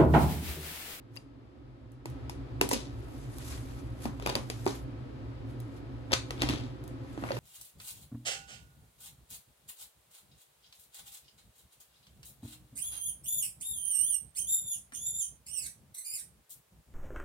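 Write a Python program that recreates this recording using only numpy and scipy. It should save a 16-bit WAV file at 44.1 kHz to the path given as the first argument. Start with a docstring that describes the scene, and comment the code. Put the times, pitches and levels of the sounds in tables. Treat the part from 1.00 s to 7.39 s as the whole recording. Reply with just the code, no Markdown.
"""A hand packs plastic compacts and jars into a vinyl bag on a bathroom counter under a droning vent fan. A
small bottle rings early at the left; the fan is shaped noise over a rumble, and the background steps up near
1.1 s. A compact, from 2 s a palette, from 4.2 s a jar click and knock: noise cracks, damped shell modes and
thuds. Grainy clatter, dry ticks and hissing rustle run among them, and tiles return a short tail of sparse
taps. Near 5.5 s a brief low boom swells up; from 6 s the jar is pushed onto a soft pack with duller treble."""
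import sys
import numpy as np
from scipy import signal
from scipy.fft import rfft, irfft, next_fast_len
from scipy.io import wavfile
from scipy.ndimage import uniform_filter1d

SR = 44100
rng = np.random.default_rng(int(sys.argv[2]) if len(sys.argv) > 2 else 0)


def store_wav(level_fs):
    """Save 16-bit WAV to argv[1]."""
    pcm = np.round(np.clip(np.atleast_2d(level_fs), -1, 1) * 32767)
    wavfile.write(sys.argv[1], SR, pcm.T.astype(np.int16))


N = 281799
ONSET_S = 0.004  # silence ahead of each blow, room for its filter to start


def gain_of(db):
    """Level law: dB to amplitude ratio."""
    return 10 ** (np.asarray(db) / 20)


def evened(x):
    """Power normalisation: scales to rms 1."""
    return x / np.sqrt(np.mean(x ** 2) + 1e-20)


def read(points, hz):
    """Log-frequency interpolation: reads a spectrum table between its points."""
    f, value = np.transpose(points)
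    return np.interp(np.log(hz + 1), np.log(f + 1), value)


def add(mix, s, sound):
    """Superposition: adds a sound to the mix at time s."""
    part = mix[:, round(s * SR):][:, :sound.shape[1]]
    part += sound[:, :part.shape[1]]


def swells(rows):
    """Exponential growth and decay: strokes are straight lines in dB, and their powers add."""
    t = np.arange(N) / SR
    power = 0
    for s, db, swell, fade in rows:
        drop_db = 20 * np.maximum((s - t) / swell, (t - s) / fade)
        power = power + gain_of(2 * (db - drop_db))
    return np.sqrt(power)


def hiss(field_db, size):
    """Diffuse-field coherence: two partly alike noises from random spectra, at levels field_db(t, hz)."""
    # Each row: frequency in Hz, left-right likeness (1 is identical).
    likeness = [(60, 1), (320, 0.85), (430, 0.28), (2000, 0.087), (11500, 0.3)]
    frames, hz = 4 * N // size + 5, np.fft.rfftfreq(size, 1 / SR)
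    a, b, c, d = rng.standard_normal((frames, len(hz), 4)).T
    same = np.clip(read(likeness, hz), -1, 1)[:, None]
    left = a + 1j * b
    right = same * left + np.sqrt(1 - same ** 2) * (c + 1j * d)
    frame_s = np.arange(frames) * size / 4 / SR
    spectra = np.array([left, right]) * gain_of(field_db(frame_s, hz[:, None]))
    return signal.istft(spectra, nperseg=size, noverlap=3 * size // 4)[1][:, :N]


def fan():
    """Duct resonance: air noise is reinforced at the duct's modes, over a low rumble."""
    # Each row: time in seconds, drone level and low rumble level in relative dB.
    drone = [(0, -51, -59), (1.04, -50, -55), (1.12, -41.5, -44.5), (3.06, -42, -40.5), (3.5, -41.5, -46),
             (5.2, -42, -47), (5.5, -35.5, -34.5), (5.75, -41.5, -48)]
    # Spectrum of the air noise. Each row: frequency in Hz, relative level in dB per Hz.
    air = [(47, -29.5), (95, -31), (120, -17.5), (163, -27), (271, -12.5), (431, -22), (820, -28.5),
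           (4900, -47), (5800, -54), (13000, -65), (14500, -85)]
    # Duct modes. Each row: frequency in Hz, width between the points 6 dB down in Hz, relative level in dB.
    duct = [(121, 11, 2), (272.5, 21, -9.5), (354, 12.6, -16), (518, 17.6, -19), (1290.4, 16, -26)]
    s, drone_db, rumble_db = np.transpose(drone)

    def field_db(t, hz):
        peaks = sum(gain_of(2 * db) / (1 + (2 * (hz - f) / w) ** 2) ** 2 for f, w, db in duct)
        rumble_power = gain_of(2 * np.interp(t, s, rumble_db - drone_db))
        rumble = rumble_power / (1 + (2 * (hz - 59) / 30) ** 2) ** 3
        return 10 * np.log10(peaks + rumble + gain_of(2 * (read(air, hz) - 3.0)))

    level_db = np.interp(np.arange(N) / SR, s, drone_db) + 1.5
    return evened(hiss(field_db, size=4096)) * gain_of(level_db)


def rustle():
    """Stick-slip friction: sleeve and bag hiss, flickering in time and in patches as fibres catch."""
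    # Spectrum of the rub. Each row: frequency in Hz, relative level in dB per Hz.
    cloth = [(300, -8), (1000, 1), (8500, -4), (11500, -4), (13500, -10), (14300, -47.5)]
    # Strokes of sleeve and bag. Each row: turning moment in seconds, relative level there in dB,
    # seconds to swell by 20 dB, seconds to fade by 20 dB (negative: it goes on rising at that pace).
    strokes = [(.16, -67, 0.04, 0.02), (2.15, -67.5, 0.5, 1.5), (2.51, -52, 0.26, 0.23),
               (2.8, -64, .5, 0.1), (3.045, -52, 0.06, 0.07), (3.76, -58.5, 0.75, 0.1),
               (4.5, -70.5, 0.05, 0.1), (4.78, -69.5, 0.2, 0.05), (5.4, -65, .4, .5),
               (6.32, -55, 0.32, -0.5)]
    pressed_s = 5.2  # from here the hand presses on the soft pack and the rustle is duller
    duller_db = -3   # per octave above 4 kHz

    def field_db(t, hz):
        flicker = evened(uniform_filter1d(rng.standard_normal(len(t)), size=4))
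        patches = uniform_filter1d(rng.standard_normal((len(t), len(hz))).T, size=20, axis=0)
        patches = evened(uniform_filter1d(patches, size=24, axis=1))
        dull_db = duller_db * np.log2(np.maximum(hz / 4000, 1)) * (t > pressed_s)
        return read(cloth, hz) + dull_db + 1.6 * flicker + 1.6 * patches

    return evened(hiss(field_db, size=256)) * swells(strokes) * gain_of(5.5)


def bathroom(x):
    """Reverberant decay: sparse taps of random sign, each band dying at its own speed; three tails take turns."""
    # Each row: frequency in Hz, time to decay by 60 dB in seconds.
    tiles = [(300, 0.27), (3000, 0.28), (11000, 0.24), (14500, 0.013)]
    out = np.zeros((2, N))
    turn = np.arange(N) / SR * 2 * np.pi * 3.3
    for k in range(3):
        taps = np.zeros((2, SR // 2))
        # one tap at a random place in every 20 samples
        jitter = rng.integers(0, 20, (2, (SR // 2 - 121) // 20))
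        at = np.arange(120, SR // 2 - 20, 20) + jitter
        np.put_along_axis(taps, at, rng.choice([-1., 1.], at.shape), axis=1)
        hz, t, z = signal.stft(taps, SR, nperseg=256)
        decay = gain_of(-60 * t / read(tiles, hz)[:, None])
        tail = signal.istft(z * decay, SR, nperseg=256)[1]
        share = np.sqrt(2 / 3) * np.cos(turn + k * np.pi / 3)  # the three squared shares sum to 1
        out += signal.fftconvolve((x * share)[None], tail / np.linalg.norm(tail[0]), axes=1)[:, :N]
    return out


def bottle():
    """Free vibration: a small bottle is brushed and two of its modes die away."""
    # Each row: frequency in Hz, relative level in dB, time to decay by 60 dB in seconds.
    bottle_modes = [(2780, -43.5, 0.031), (4797, -37.5, 0.023)]
    t = np.arange(4096) / SR
    ring = sum(gain_of(db - 60 * t / t60) * np.sin(2 * np.pi * hz * t) for hz, db, t60 in bottle_modes)
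    return ring * np.array([[2], [0], [.3]])  # far left; the third row feeds the room


def clatter():
    """Shot noise: lids and neighbours clatter in dense tiny knocks of uneven size as things slide and settle."""
    # Each row: loudest moment in seconds, relative level in dB, seconds to swell by 20 dB,
    # seconds to fade by 20 dB, frequency in Hz about which the grit is centred.
    slides = [(1.710, -30, .005, .025, 5500), (1.74, -43, 0.0053, 0.13, 4000), (2.52, -57, .15, .12, 4500),
              (3.285, -42.5, 0.0655, 0.09, 3000), (3.69, -42, .03, 0.0554, 4500),
              (5.113, -42, 0.0134, 0.06, 1500), (5.131, -27, .005, .025, 4000),
              (5.425, -35.5, .035, 0.07, 2800), (5.505, -39, 0.0332, 0.13, 3200),
              (6.29, -47, .15, .12, 1500)]
    grains_per_s, grain_spread_db = 1500, 4.5
    grit_octaves, body_hz, body_db, dull_hz = 1.1, 900, 5, 13000  # reach of grit, hollow body under it, top
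    struck = rng.random(N) < grains_per_s / SR
    knocks = struck * gain_of(grain_spread_db * rng.standard_normal(N))
    grit = rng.standard_normal((3, N))
    # left, right and the room's feed share the first noise; each knock is a short burst
    grit = (grit[0] + .6 * grit) * evened(uniform_filter1d(knocks, size=48))
    hz, out = np.fft.rfftfreq(N, 1 / SR) + 1, 0
    for *stroke, grit_hz in slides:
        grit_colour = 1 / (1 + (np.log2(hz / grit_hz) / grit_octaves) ** 2) ** 2
        body_colour = gain_of(body_db) / (1 + (hz / body_hz) ** 2)
        colour = (grit_colour + body_colour) / (1 + (hz / dull_hz) ** 20)
        out = out + rfft(grit * swells([stroke])) * evened(colour)
    return irfft(out, N)


def hit(click_db, knock_db, thud_db, thud_hz, contact_hz, sizzle_db, thud_t60, shell):
    """Impact excitation of modes: a gritty crack rings the damped shell; the packed bag answers with a thud."""
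    near_db, near_octaves = 7.5, 0.23  # lift and reach of the contact among the modes
    mode_spread_db = 1.2               # each blow lands elsewhere on the shell
    t = np.maximum(np.arange(4096) / SR - ONSET_S, 0)
    hz = np.fft.rfftfreq(4096, 1 / SR)
    grit = rng.standard_normal((3, 4096))
    crack = (grit[0] + 0.62 * grit[1:3]) * (1 - np.exp(-t / 0.00025)) * np.exp(-t / 0.0015)

    modes = []
    for f, db in shell:
        lift_db = near_db / (1 + (np.log2(f / contact_hz) / near_octaves) ** 2)
        modes.append((f, gain_of(db + lift_db + mode_spread_db * rng.standard_normal())))
    ring = 0
    for f, g in modes:
        # the two channels differ slightly in phase
        cycles = f * t + rng.random() + 0.32 * rng.random((2, 1))
        ring = ring + g * np.sin(2 * np.pi * cycles)
    ring = ring * (1 - np.exp(-t / 0.0006)) * gain_of(-60 * t / 0.013)

    # one colour for the whole blow: raised about the modes, with knock below and sizzle above
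    lively_db = sum(2.2 * g / (1 + ((hz - f) / 380) ** 2) for f, g in modes)
    balance = [(300, knock_db + 11.0), (900, knock_db + 17.5), (1500, knock_db + 5.0), (2500, -0.62),
               (6000, 0.5 * sizzle_db), (8500, sizzle_db), (12000, sizzle_db),
               (16000, 2 * sizzle_db - 8.0)]
    colour = gain_of(lively_db + read(balance, hz))
    thud = gain_of(thud_db + 13) * np.sin(2 * np.pi * thud_hz * t) * (1 - np.exp(-t / 0.0018))
    direct = 1.596 * irfft(rfft(crack + 0.54 * ring) * colour) + thud * gain_of(-60 * t / thud_t60)
    # third row, what spreads into the room: the same colour, its grit evened out over all directions
    spread = 9 * irfft(colour * np.exp(-2j * np.pi * hz * ONSET_S))
    spread = spread + 2.05 * thud * gain_of(-60 * t / 0.015)
    return gain_of(click_db) * np.vstack([direct, spread])


def scene():
    """Superposition: blows, clatter, ticks and bottle with their room tail, over rustle and fan."""
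    # Blows. Each row: start in seconds, relative click level in dB, knock and thud against the click in dB,
    # thud frequency in Hz, contact frequency in Hz (the shell modes near it ring most).
    blows = [(0.1645, -41, -7.5, -15.5, 532, 2600), (1.0567, -36.5, -4.5, -5, 327, 2650),
             (1.296, -33.5, -10, -28.5, 554, 5400), (1.6124, -16, -6, -4.5, 390, 2650),
             (1.7128, -25, -2, -3, 506, 1900), (1.731, -20.5, -14, -8.5, 332, 3800),
             (1.735, -20.5, -19, -10.5, 300, 5400), (3.055, -33, 5, 4.5, 255, 2450),
             (3.1983, -41, 0.5, -16, 236, 2900), (3.2239, -37.5, -5, -5.5, 415, 2900),
             (3.262, -23, -2.5, -21, 317, 2490), (3.2726, -26, 0.5, -15, 557, 2500),
             (3.2929, -27.5, -7, -10.5, 349, 3450), (3.2987, -27, -7, -11, 570, 4750),
             (3.3245, -37, -2, -1.5, 324, 3450), (3.3533, -19.5, -5.5, -15, 570, 4700),
             (3.3626, -33.5, 2.5, 0.5, 260.5, 3450), (3.5001, -24.5, -11, -16.5, 457, 5060),
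             (3.6647, -30.5, 8.5, 5.5, 387, 6000), (3.6764, -28, -5.5, -7.5, 315, 6000),
             (5.1193, -22, -11, -16, 537, 6000), (5.133, -16.5, -11, -25, 478.5, 5500),
             (5.307, -26.5, -9, -19.5, 481, 1390), (5.4196, -16, -13.5, -20, 312, 1950),
             (5.4341, -29.5, -4, 0, 292, 4450), (5.4888, -19.5, -13.5, -21, 263, 2100),
             (5.497, -25, -10.5, -8, 285.7, 3300), (5.5358, -34, -4, -0.5, 284, 2800),
             (6.1765, -44, 4.5, 6, 314.5, 3300), (6.2247, -47, 2, 10, 252, 1950),
             (6.238, -36, 6, -4, 304.5, 2800), (6.3058, -36, 2, 6.5, 552.6, 2800),
             (6.3182, -25.5, -9, -16, 365.5, 4400), (6.368, -37.5, 1, -4, 400.5, 2800)]
    # Held in turn: round compact, flat palette, jar, then the jar pushed onto a soft pack.
    # Each entry: time at which it is taken up in seconds.
    taken_s = [0, 2.0, 4.2, 6.0]
    # Each entry: treble of the held object against its click in dB.
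    sizzle_db = [-4.5, -9, -12, -23]
    # Each entry: time in which the bag's boom under the held object decays by 60 dB in seconds.
    thud_t60_s = [0.027, 0.028, 0.058, 0.033]
    # Shell modes of compact, palette and jar. Each row: frequency in Hz, relative level in dB.
    compact = [(950, -6), (2000, -5.5), (2650, -3.5), (5400, -4)]
    palette = [(2480, -5), (3480, -10), (4750, -3.5), (6000, -10.5)]
    jar = [(1250, -7.5), (1930, -8), (2700, -4.5), (3350, -8.5), (4450, -5), (5550, -6)]
    # Dry bright ticks, perhaps the vinyl creasing. Each row: start in seconds, relative level in dB.
    ticks = [(.158, -49), (0.9184, -58), (1.1, -51), (1.6902, -27), (2.1803, -54), (2.3839, -41),
             (3.656, -40), (4.602, -46.5), (5.8392, -49.5), (5.878, -46.5)]
    tick_hz = 418.6
    tick_knock_db, tick_thud_db, tick_sizzle_db = -13.5, -41.5, 1.5  # against the click

    shells = [compact, palette, jar, jar]
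    hits = clatter()
    for s, *row in blows:
        held = np.searchsorted(taken_s, s) - 1
        add(hits, s - ONSET_S, hit(*row, sizzle_db[held], thud_t60_s[held], shells[held]))
    for s, db in ticks:
        tick = hit(db, tick_knock_db, tick_thud_db, tick_hz, tick_hz, tick_sizzle_db, thud_t60_s[0], shell=[])
        add(hits, s - ONSET_S, tick)
    add(hits, .1722, bottle())
    tail = bathroom(hits[2])
    return hits[:2] + gain_of(-6) * tail + rustle() + fan()


def record(dry):
    """Interchannel difference: two microphone ports differ in phase and level and lose deep bass and top."""
    # Each row: frequency in Hz, phase by which the left leads in radians.
    lead = [(320, -.6), (430, 1.1), (900, 1.9), (2800, 3.3), (4900, 9.3), (9200, 15.2), (11500, 12.8),
            (14000, 9.7)]
    # Each row: frequency in Hz, left level over right in dB.
    lean = [(92, 0), (330, -3), (770, 1), (5500, 3), (9800, -7), (15000, 6)]
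    edge_hz = 16300
    size = next_fast_len(N + 4096)
    hz = np.fft.rfftfreq(size, 1 / SR)
    port = gain_of(read(lean, hz) / 2) * np.exp(.5j * read(lead, hz))  # half the difference to each side
    bass_cut = 1 + (42 / (hz + 1)) ** 4
    heard = irfft(rfft(dry, size) * np.array([port, 1 / port]) / bass_cut, size)[:, :N]
    band_limit = signal.firwin(511, edge_hz, window=("kaiser", 9), fs=SR)
    return signal.oaconvolve(heard, band_limit[None], "same")


dry = scene()
out = record(dry)
store_wav(out)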